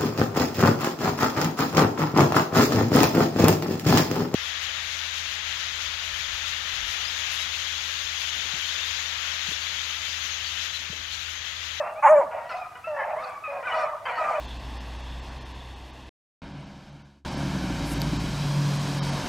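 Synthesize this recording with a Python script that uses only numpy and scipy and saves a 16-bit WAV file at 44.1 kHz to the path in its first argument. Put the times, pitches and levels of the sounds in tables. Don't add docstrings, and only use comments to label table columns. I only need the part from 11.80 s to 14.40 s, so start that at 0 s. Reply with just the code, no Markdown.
import sys
import numpy as np
from scipy import signal
from scipy.fft import rfft, irfft, next_fast_len
from scipy.io import wavfile
from scipy.ndimage import uniform_filter1d, map_coordinates

SR = 44100
rng = np.random.default_rng(int(sys.argv[2]) if len(sys.argv) > 2 else 0)


def gain_from_db(level_db):
    decades = np.asarray(level_db, float) / 20
    return 10 ** decades


def unload_audio(sound):
    columns = np.transpose(np.atleast_2d(sound))
    steps = np.round(np.clip(columns, -1, 1) * 32767)
    wavfile.write(sys.argv[1], SR, steps.astype(np.int16))


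N = 114660

# f/Hz, level/dB
BARK_THROAT = [(380, -23.5), (600, 12.5), (1200, 2), (1700, -5), (2600, -9.5), (3400, -26.5), (6000, -26.5),
               (11000, -26)]
ATTACK_S, RELEASE_S = .005, .014


def near_hound():
    # t/s, pitch f/Hz, level/dB, mouth opening/dB, half-pitch share/0-1
    bay = [
        (.222, 531.2, -50, 26, 0.36),
        (0.241, 598.7, -30.5, 13.5, 0.99),
        (0.277, 542.5, -22.5, 13.5, 0.58),
        (0.302, 608.3, -12.5, -2, 0.04),
        (0.347, 636.2, -11, -17, 0.96),
        (0.364, 579.1, -15.5, -10.5, 0.65),
        (0.399, 591, -13, -16.5, 0.66),
        (.416, 499.3, -30.5, 1, 0.83),
        (0.451, 483, -46.5, 7, 0.8),
    ]
    # f/Hz, level/dB
    throat = [(300, -45), (600, 0.5), (850, -0.5), (1100, -6), (1400, -14), (2200, -24), (3200, -50),
              (4300, -75)]
    # f/Hz, level/dB per Hz
    breath_spectrum = [(3500, -25), (5000, -20), (5700, -7), (7000, 1), (8000, -8), (9300, -4),
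                       (11500, -14), (12500, -40)]
    # f/Hz, level/dB per Hz
    chest_spectrum = [(40, -15.5), (110, -5), (250, -1), (420, -1), (520, -45.5)]
    # from t/s, to t/s, first f/Hz, last f/Hz, first level/dB, last level/dB
    groan_glide = (.4, .5, 520, 150, -42, -60)

    s, *columns = np.transpose(bay)
    span = np.arange(round(s[0] * SR), round(s[-1] * SR))
    curves = [uniform_filter1d(np.interp(span / SR, s, c), size=260) for c in columns]
    pitch, level_db, opening_db, half = curves
    tone, phase = folds(pitch, throat, .003 + .03 * half, .5 + 3 * half, opening_db, half)

    air = rng.standard_normal((2, len(span))) * (1 + 0.46 * np.cos(phase))
    rasp = unit(coloured(air[0], [(350, -70), (650, -18)] + throat[2:]))
    rasp = rasp * gain_from_db(-5 + opening_db) * np.sqrt(np.abs(half))
    breath = unit(coloured(patchy(air[1:], depth_db=5.5)[0], breath_spectrum))
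    breath = breath * gain_from_db(-39 + 0.61 * opening_db + 0.81 * level_db)
    chest = gain_from_db(-38) * unit(coloured(rng.standard_normal(len(span)), chest_spectrum))

    t = np.arange(N) / SR
    groan_hz = np.exp(np.interp(t, groan_glide[:2], np.log(groan_glide[2:4])))
    groan = np.sin(2 * np.pi * np.cumsum(groan_hz) / SR)
    out = groan * gain_from_db(np.interp(t, groan_glide[:2], groan_glide[4:], left=-120, right=-120))
    onset = np.clip((span - span[0]) / (ATTACK_S * SR), 0, 1) ** 2
    out[span] += onset * (gain_from_db(level_db) * (1.49 * tone + rasp + chest) + breath)
    return out


def folds(pitch, throat, jitter, shimmer_db, opening_db=0, half=0):
    size = len(pitch)
    pitch = pitch * (1 + jitter * wobble(size, 69.82))
    half_phase = np.pi * np.cumsum(pitch) / SR
    tone = 0
    for k in range(1, 21):
        level_db = along(throat, k * pitch / 2) + opening_db * (k > 2)
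        level_db = level_db + shimmer_db * np.sqrt(k / 2) * wobble(size, 61.7)
        share = half if k % 2 else 1
        tone = tone + gain_from_db(level_db) * share * np.sin(k * half_phase + k * k)
    return tone, 2 * half_phase


def far_hound(calls, throat, jitter, shimmer_db, hoarse, half, swell=0):
    out = np.zeros(N + SR)
    share = np.clip(hoarse, 0, 1)
    for s, length, level_db, first_hz, last_hz in calls:
        t = np.arange(round((1.6 * length + .1) * SR)) / SR
        rise = np.clip(t / (ATTACK_S + swell * length), 0, 1)
        after = np.clip(t - (1 - swell) * length, 0, 1)
        shape = rise * np.exp(-after / (RELEASE_S + swell * length / 2))
        pitch = first_hz + (last_hz - first_hz) * np.minimum(t, length + RELEASE_S) / length
        tone, phase = folds(pitch, throat, jitter, shimmer_db, 0, half)
        rasp = coloured(rng.standard_normal(len(t)) * (1 + 0.72 * np.cos(phase)), throat)
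        rasp = rasp * gain_from_db(2.0 * wobble(len(t), 30))
        voice = np.sqrt(1 - share) * unit(tone) + np.sqrt(share) * unit(rasp)
        out[round(max(s, 0) * SR):][:len(t)] += gain_from_db(level_db) * shape * voice
    return out[:N]


def bays():
    calls = [(0, 0.014, -26.5, 633, 581.5), (.05, 0.026, -31.5, 695, 687), (.11, 0.12, -46, 640, 608),
             (.41, 0.023, -30.5, 671, 638.4), (.475, .03, -51, 614, 630), (.53, 0.062, -38.5, 674.6, 616),
             (.64, 0.018, -35, 617, 667), (.741, 0.013, -29.5, 670, 715.5),
             (1.069, 0.15, -32.5, 644.5, 531.4), (1.25, 0.024, -38, 688, 642),
             (1.29, 0.018, -31.5, 619, 631), (1.33, 0.047, -33, 608.6, 650.2),
             (1.455, 0.043, -44.5, 620.5, 672), (1.675, .14, -36.5, 582.7, 521.8),
             (1.935, 0.059, -29, 643.4, 646), (2.02, 0.029, -30.5, 605, 590.4),
             (2.09, 0.061, -39.5, 612, 585.4), (2.2, 0.044, -45, 638, 667), (2.405, 0.024, -26, 646, 628),
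             (2.46, 0.055, -35, 665, 647), (2.53, 0.068, -32.5, 650, 564)]
    # f/Hz, level/dB
    throat = [(400, -21.5), (620, 10.5), (950, 6), (1250, -11), (1900, -13), (2600, -48), (3500, -39.5)]
    return far_hound(calls, throat, jitter=.009, shimmer_db=2, hoarse=.06, half=.2)


def barks():
    calls = [
        (.68, 0.09, -37.5, 522.7, 498),
        (1.38, 0.13, -37, 512, 501.5),
        (1.86, 0.2, -30, 504, 474),
        (2.24, 0.11, -33, 493, 467),
        (2.34, 0.15, -32, 501.4, 469),
        (2.46, .15, -30.5, 512, 473),
    ]
    return far_hound(calls, BARK_THROAT, jitter=.03, shimmer_db=3.5, hoarse=.5, half=.6, swell=.25)


def dull_barks():
    calls = [
        (0, .1, -32.5, 498.3, 484),
        (.5, 0.12, -34.5, 485.7, 453),
        (1.17, 0.198, -35, 470.4, 443.4),
        (1.68, 0.12, -36, 501.2, 477),
    ]
    throat = BARK_THROAT[:5] + [(3800, -50)]
    return far_hound(calls, throat, jitter=.03, shimmer_db=2, hoarse=.75, half=.6, swell=.25)


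def yelps():
    calls = [
        (.51, 0.03, -39.5, 471.6, 473),
        (.56, 0.13, -54, 470, 438),
        (.952, 0.019, -43, 514, 494.6),
        (1.825, 0.029, -37, 468, 497.5),
        (1.89, 0.045, -39, 512, 436),
        (2.252, 0.046, -30.5, 515.8, 488.5),
        (2.31, 0.064, -39, 478.8, 487),
    ]
    # f/Hz, level/dB
    throat = [(300, -43), (460, -8), (950, 3), (1600, 1), (2500, -5.5), (3000, -8.5), (3800, -37),
              (6000, -66)]
    return far_hound(calls, throat, jitter=.022, shimmer_db=2.6, hoarse=.22, half=.1)


def whoops():
    calls = [
        (1.162, 0.019, -32, 871, 944),
        (1.186, 0.021, -28, 436.8, 423.3),
        (1.22, 0.044, -44, 1050, 896),
        (1.897, 0.036, -32, 1037, 945),
        (1.93, 0.065, -43.5, 958, 1032),
        (2.005, 0.055, -48, 1044, 1015),
        (2.07, 0.039, -58, 755, 856),
        (2.31, 0.071, -34.5, 980, 918),
    ]
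    # f/Hz, level/dB
    throat = [(420, -21), (880, 7), (1300, -3.5), (1750, 4), (2150, -3.5), (2600, -20), (3100, -21),
              (4200, -77)]
    return far_hound(calls, throat, jitter=.008, shimmer_db=1.5, hoarse=.12, half=.05)


def cries():
    calls = [(.61, 0.13, -45, 914.4, 1031), (.845, 0.019, -39, 1227, 1250), (.9, 0.036, -47, 1258, 1211),
             (1.36, 0.071, -36, 944, 1254), (1.43, 0.15, -42, 1221, 1115), (1.855, 0.017, -30, 1602, 1494),
             (1.92, 0.032, -31.5, 1296, 1273), (1.985, 0.035, -29.5, 1249, 1207),
             (2.03, 0.0446, -40.5, 1176, 1102), (2.085, 0.039, -56, 1110, 1240),
             (2.268, 0.026, -36.5, 1313, 1320), (2.375, 0.05, -29, 1304, 1224),
             (2.44, 0.055, -30.5, 1210, 1196), (2.52, 0.075, -39, 1286, 1120)]
    # f/Hz, level/dB
    throat = [(700, -18.5), (1250, -3), (2500, -21.5), (3800, -41), (5000, -47)]
    return far_hound(calls, throat, jitter=.008, shimmer_db=2, hoarse=.1, half=.1)


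def squeals():
    calls = [
        (0, 0.099, -43, 1290, 1380),
        (.155, 0.04, -42.5, 1114, 1244),
        (.815, 0.019, -41, 1247, 1190),
        (1.04, 0.04, -36.5, 1301, 1351),
        (1.085, 0.085, -53, 1396, 1374),
        (1.636, .038, -32.5, 1278, 1238),
        (1.868, 0.0188, -30.5, 1255, 1167),
    ]
    # f/Hz, level/dB
    throat = [(700, -2), (1250, 11), (2600, 7.5), (3900, -25), (5100, -38)]
    return far_hound(calls, throat, jitter=.004, shimmer_db=1.5, hoarse=.04, half=.02)


def shrieks():
    calls = [
        (.628, 0.0055, -51.5, 1371, 1313),
        (.69, 0.031, -36, 1480, 1285),
        (.765, 0.0398, -41, 1240, 1267),
    ]
    # f/Hz, level/dB
    throat = [(700, -13), (1350, 3), (2600, -7.5), (3800, -19), (4300, -14), (5300, -19), (7500, -38)]
    return far_hound(calls, throat, jitter=.008, shimmer_db=2.6, hoarse=.2, half=.05)


def wheezes():
    calls = [(1.8, 0.018, -69, 5280, 5000), (1.85, .05, -62, 3750, 3680), (1.895, .012, -65, 5400, 5560),
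             (1.94, 0.036, -52, 4760, 4380), (1.975, 0.034, -56, 5490, 5670), (1.985, .02, -55, 4670, 4500),
             (2.01, .03, -56, 5720, 5450), (2.01, 0.033, -60, 4430, 4250), (2.35, .065, -56, 4550, 4150),
             (2.47, .05, -67, 4450, 4230), (1.415, .03, -60, 3780, 3680)]
    # f/Hz, level/dB
    throat = [(3000, -30), (3600, 0), (5800, 0), (7000, -90)]
    return far_hound(calls, throat, jitter=.025, shimmer_db=4.5, hoarse=.45, half=0)


def twigs():
    # t/s, peak level/dB
    snaps = [
        (.125, -61),
        (.138, -61),
        (.974, -63),
        (1.496, -56),
    ]
    # f/Hz, level/dB per Hz
    spectrum = [(2000, -31.5), (5000, 7), (8000, 15), (11000, 9), (14000, -40)]
    # from t/s, t/s the rise heads for, break-off t/s, level/dB
    rustle = (-1.2, 0.2, 0.05, -67)
    t = np.arange(N) / SR
    puffs = gain_from_db(rustle[3]) * np.interp(t, rustle[:3], [0, 1, 0])
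    for s, db in snaps:
        puffs = puffs + gain_from_db(db - 60 * np.abs(t - s) / .04) * (t > s - .002)
    return puffs * unit(coloured(rng.standard_normal(N), spectrum))


def trees(x):
    # f/Hz, t60 t/s
    decay = [(300, 0.35), (1200, 1), (2600, 0.51), (8000, 0.49)]
    # f/Hz, level/dB
    side_tilt = [(800, 0), (2500, 4), (7000, 4)]
    hz, t, z = signal.stft(rng.standard_normal((2, SR)), SR, nperseg=256)
    tail = signal.istft(z * gain_from_db(-60 * t / along(decay, hz)[:, None]), SR, nperseg=256)[1]
    tail = tail / np.linalg.norm(tail[0])
    delayed = np.pad(x, (700, 0))[None]
    echo = signal.fftconvolve(delayed, tail, axes=1)[:, :N]
    mid, side = patchy(echo, depth_db=4)
    return np.array([mid, gain_from_db(-10) * coloured(side, side_tilt)])


def background():
    # f/Hz, level/dB per Hz
    spectrum = [(25, -18.5), (95, -1), (140, -8), (300, -14.5), (1000, -8), (4000, -22), (9000, -27),
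                (15500, -33)]
    # f/Hz, level/dB
    side_tilt = [(40, -8.5), (90, -5.5), (160, 1.5), (350, 4.5), (3000, 3), (7000, -1.5), (8200, -26.5)]
    mid, side = unit(coloured(rng.standard_normal((2, N)), spectrum))
    return gain_from_db(-54) * np.array([mid, gain_from_db(-9) * coloured(side, side_tilt)])


def patchy(x, depth_db):
    z = signal.stft(x, nperseg=512)[2]
    field = uniform_filter1d(rng.standard_normal(z.shape[1:]), size=3, axis=0)
    field = uniform_filter1d(field, size=5, axis=1)
    return signal.istft(z * gain_from_db(depth_db * unit(field)), nperseg=512)[1][:, :x.shape[-1]]


def coloured(x, points):
    m = next_fast_len(x.shape[-1] + 4096)
    gain = gain_from_db(along(points, np.fft.rfftfreq(m, 1 / SR)))
    return irfft(rfft(x, m) * gain, m)[..., :x.shape[-1]]


def along(points, hz):
    f, v = np.transpose(points)
    return np.interp(np.log(hz + 1), np.log(f + 1), v)


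def wobble(size, rate):
    return map_coordinates(rng.standard_normal(400), [np.arange(size) * rate / SR], mode="wrap")


def unit(x):
    return x / np.sqrt(np.mean(x ** 2) + 1e-20)


def scene():
    # f/Hz, level/dB
    air_loss = [(7500, -0.5), (11000, -11), (15000, -29)]
    # f/Hz, level/dB
    pan = [(1400, 0), (2800, .9), (5500, .8), (9000, 0)]
    near = near_hound()
    pack = bays() + barks() + dull_barks() + yelps() + whoops() + cries() + squeals() + shrieks()
    far = coloured(pack, air_loss)
    mid, side = trees(gain_from_db(-18) * near + gain_from_db(-7.5) * far) + background()
    side = side + gain_from_db(-19) * np.roll(near, 18)
    mid = mid + near + far + wheezes() + twigs()
    left = coloured(mid + side, pan)
    right = coloured(mid - side, pan * np.array([1, -1]))
    return np.array([left, right])


def top_cut(x):
    return signal.sosfilt(signal.butter(12, 15719, fs=SR, output="sos"), x)


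def record(dry):
    return top_cut(dry)


dry = scene()
out = record(dry)
unload_audio(out)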